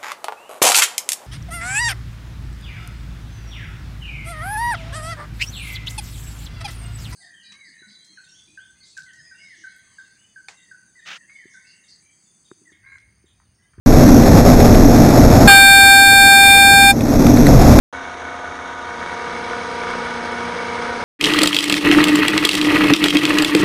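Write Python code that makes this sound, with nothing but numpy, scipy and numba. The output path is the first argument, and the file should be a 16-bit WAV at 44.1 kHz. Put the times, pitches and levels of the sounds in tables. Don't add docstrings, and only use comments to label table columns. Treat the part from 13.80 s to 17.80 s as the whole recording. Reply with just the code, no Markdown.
import sys
import numpy as np
from scipy import signal
from scipy.fft import rfft, irfft
from scipy.io import wavfile
from scipy.ndimage import uniform_filter1d
from numba import njit

SR = 44100
rng = np.random.default_rng(int(sys.argv[2]) if len(sys.argv) > 2 else 0)


def log_audio(samples):
    frames = np.atleast_2d(samples).T
    limited = np.clip(frames, -1, 1)
    pcm = np.round(limited * 32767).astype(np.int16)
    wavfile.write(sys.argv[1], SR, pcm)


N = 176400

# time_s, rush_db, buffet_db, mount_db
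RIDE_LEVELS = [(0, -11, -5.5, -13), (.33, -8, -8, -2.5), (.6, -3.5, -9, -10), (1.0, -3, -2.5, -4),
               (1.35, -5, -10.5, -2.5), (1.65, -1.5, -5, -8.5), (2.0, -5.5, -12, -6), (2.6, -7, -12.5, -9),
               (3.1, -7.5, -10, -6), (3.3, -7, -12.5, -4), (3.6, -6.5, -10, -5.5), (3.72, -5.5, -4, -8.5),
               (4.0, 1, -2, -1)]


def undb(db):
    return 10 ** (np.asarray(db) / 20)


def curve(table, column):
    rows = np.array(table)
    return np.interp(np.arange(N) / SR, rows[:, 0], rows[:, column])


def noise(gain):
    hz = np.maximum(np.arange(N // 2 + 1) * SR / N, 1)
    x = irfft(rfft(rng.standard_normal(N)) * gain(hz), N)
    return x / x.std()


def coloured(spectrum):
    rows = np.array(spectrum)
    return noise(lambda hz: undb(np.interp(np.log(hz), np.log(rows[:, 0]), rows[:, 1])))


def resonant(centre_hz, width_hz):
    return noise(lambda hz: 1 / (1 + 1j * (hz ** 2 - centre_hz ** 2) / (hz * width_hz)))


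def wander(rate_hz):
    return noise(lambda hz: 1 / (1 + (hz / rate_hz) ** 2) ** 2)


def road_rush():
    # frequency_hz, relative_db
    spectrum = [(20, -19), (60, -0.5), (130, -0.5), (195, -4), (300, -6.5), (380, -8), (700, -8),
                (950, -22), (1700, -25), (3000, -31.5)]
    flutter_db = 1.5 * wander(rate_hz=34)
    return coloured(spectrum) * undb(curve(RIDE_LEVELS, column=1) + flutter_db)


def wind_buffet():
    # frequency_hz, relative_db
    spectrum = [(8, -13.5), (25, 0), (60, -13.5), (120, -8.5), (300, -27.5), (1000, -73), (3000, -49)]
    gust_db = 2 * wander(rate_hz=29)
    return coloured(spectrum) * undb(curve(RIDE_LEVELS, column=2) + gust_db)


def mount_hum():
    # centre_hz, width_hz, level_db
    modes = [(238.5, 11.2, -2.5), (284, 24, -5)]
    hum = sum(undb(db) * resonant(hz, width_hz) for hz, width_hz, db in modes)
    return hum * undb(curve(RIDE_LEVELS, column=3))


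def rattles(t):
    # start_s, level_db, centre_hz
    knocks = [(.549, -27, 1850), (.573, -11, 1600), (0.803, -7, 1910), (0.834, -21, 1900),
              (0.947, -10, 2200), (2.63, 0, 2903), (3.048, -13, 2900), (3.207, -5, 2970),
              (3.467, -3.5, 1840), (3.572, -13, 2000), (3.668, -7.5, 1906), (3.988, 1.5, 1926)]
    decay_s = 0.0032
    out = np.zeros(N)
    for start_s, level_db, centre_hz in knocks:
        envelope = (t >= start_s) * np.exp(-np.abs(t - start_s) / decay_s)
        out += undb(level_db) * envelope * resonant(centre_hz, width_hz=890)
    return out


def air_horn(t):
    # time_s, first_db, second_db, third_db
    partial_levels = [(1.72, -7.5, -5.5, -8), (1.802, -12.5, -6, -6), (2.112, -9.5, -5.5, -6.5),
                      (2.196, -10, -5.5, -8.5), (2.272, -12.5, -7, -8), (2.528, -11, -8, -9),
                      (2.718, -12, -13, -6), (2.94, -13, -10.5, -12), (3.09, -13, -15.5, -10.5)]
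    on_s, off_s, level_db = 1.674, 3.111, 21
    attack_s, ring_s, kick_s = 0.012, 0.0091, 0.0289
    base_hz, creep_hz_per_s, kick_hz = 788.4, 4.0, 19
    rasp_fade_db_per_s = 11.5
    age = np.maximum(t - on_s, 0)
    valve = 1 - np.exp(-age / attack_s)
    ring = np.exp(-np.maximum(t - off_s, 0) / ring_s)
    kick = np.exp(-(age / kick_s) ** 2)
    jitter = (0.00083 + 0.00604 * kick) * wander(rate_hz=175)
    pitch_hz = (base_hz + creep_hz_per_s * age + kick_hz * kick) * (1 + jitter)
    phase = 2 * np.pi * np.cumsum(pitch_hz) / SR
    tone = 0
    for k in range(1, 4):
        partial = np.sin(k * phase + np.pi * k * (k - 1) / 2)
        shimmer_db = 0.32 * wander(rate_hz=91)
        tail = ring ** np.sqrt(k)
        tone += undb(curve(partial_levels, column=k) + shimmer_db) * tail * partial
    fourth_partial = undb(-9) * np.cos(4 * phase)
    escaping_air = undb(-21.5) * resonant(centre_hz=2860, width_hz=1240)
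    rasp = (fourth_partial + escaping_air) * ring * undb(-rasp_fade_db_per_s * age)
    opening_puff = undb(-15.5) * kick * resonant(centre_hz=600, width_hz=1100)
    return undb(level_db) * valve * (tone + rasp + opening_puff)


@njit
def follow(level, rest, attack_s, release_s):
    out, envelope = np.empty(len(level)), rest
    for i in range(len(level)):
        lag_s = attack_s if level[i] > envelope else release_s
        envelope = max(envelope + (level[i] - envelope) / (lag_s * SR), rest)
        out[i] = envelope
    return out


def auto_gain(x):
    target = 0.47
    level = uniform_filter1d(np.abs(x), size=512)
    return x * target / follow(level, target, attack_s=0.071, release_s=0.17)


def saturate(x, ceiling, knee):
    return x / (1 + np.abs(x / ceiling) ** knee) ** (1 / knee)


def converter(x):
    band_hz, hold_hz, top_hz = 2900, 6000, 15450
    oversample = 8
    narrow = signal.sosfiltfilt(signal.butter(6, band_hz, fs=SR, output="sos"), x)
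    coarse = saturate(signal.resample_poly(narrow, hold_hz, SR), ceiling=.94, knee=11.2)
    held = signal.resample_poly(np.repeat(coarse, oversample), SR, oversample * hold_hz)[:N]
    return signal.sosfiltfilt(signal.ellip(10, .05, 60, top_hz, fs=SR, output="sos"), held)


def scene():
    t = np.arange(N) / SR
    horn = air_horn(t)
    rush, buffet, hum = road_rush(), wind_buffet(), mount_hum()
    gust_db = 0.5 * wander(rate_hz=9)
    riding = (rush + hum) * undb(gust_db) + buffet
    return (horn + riding + rattles(t))[None]


def record(dry):
    start_s, fade_in_s, drive_db = .0605, .002, 1
    switch_on = np.clip((np.arange(N) / SR - start_s) / fade_in_s, 0, 1)
    levelled = auto_gain(dry[0] * switch_on)
    preamp = saturate(levelled * undb(drive_db), ceiling=1.22, knee=16)
    return converter(preamp)[None]


dry = scene()
out = record(dry)
log_audio(out)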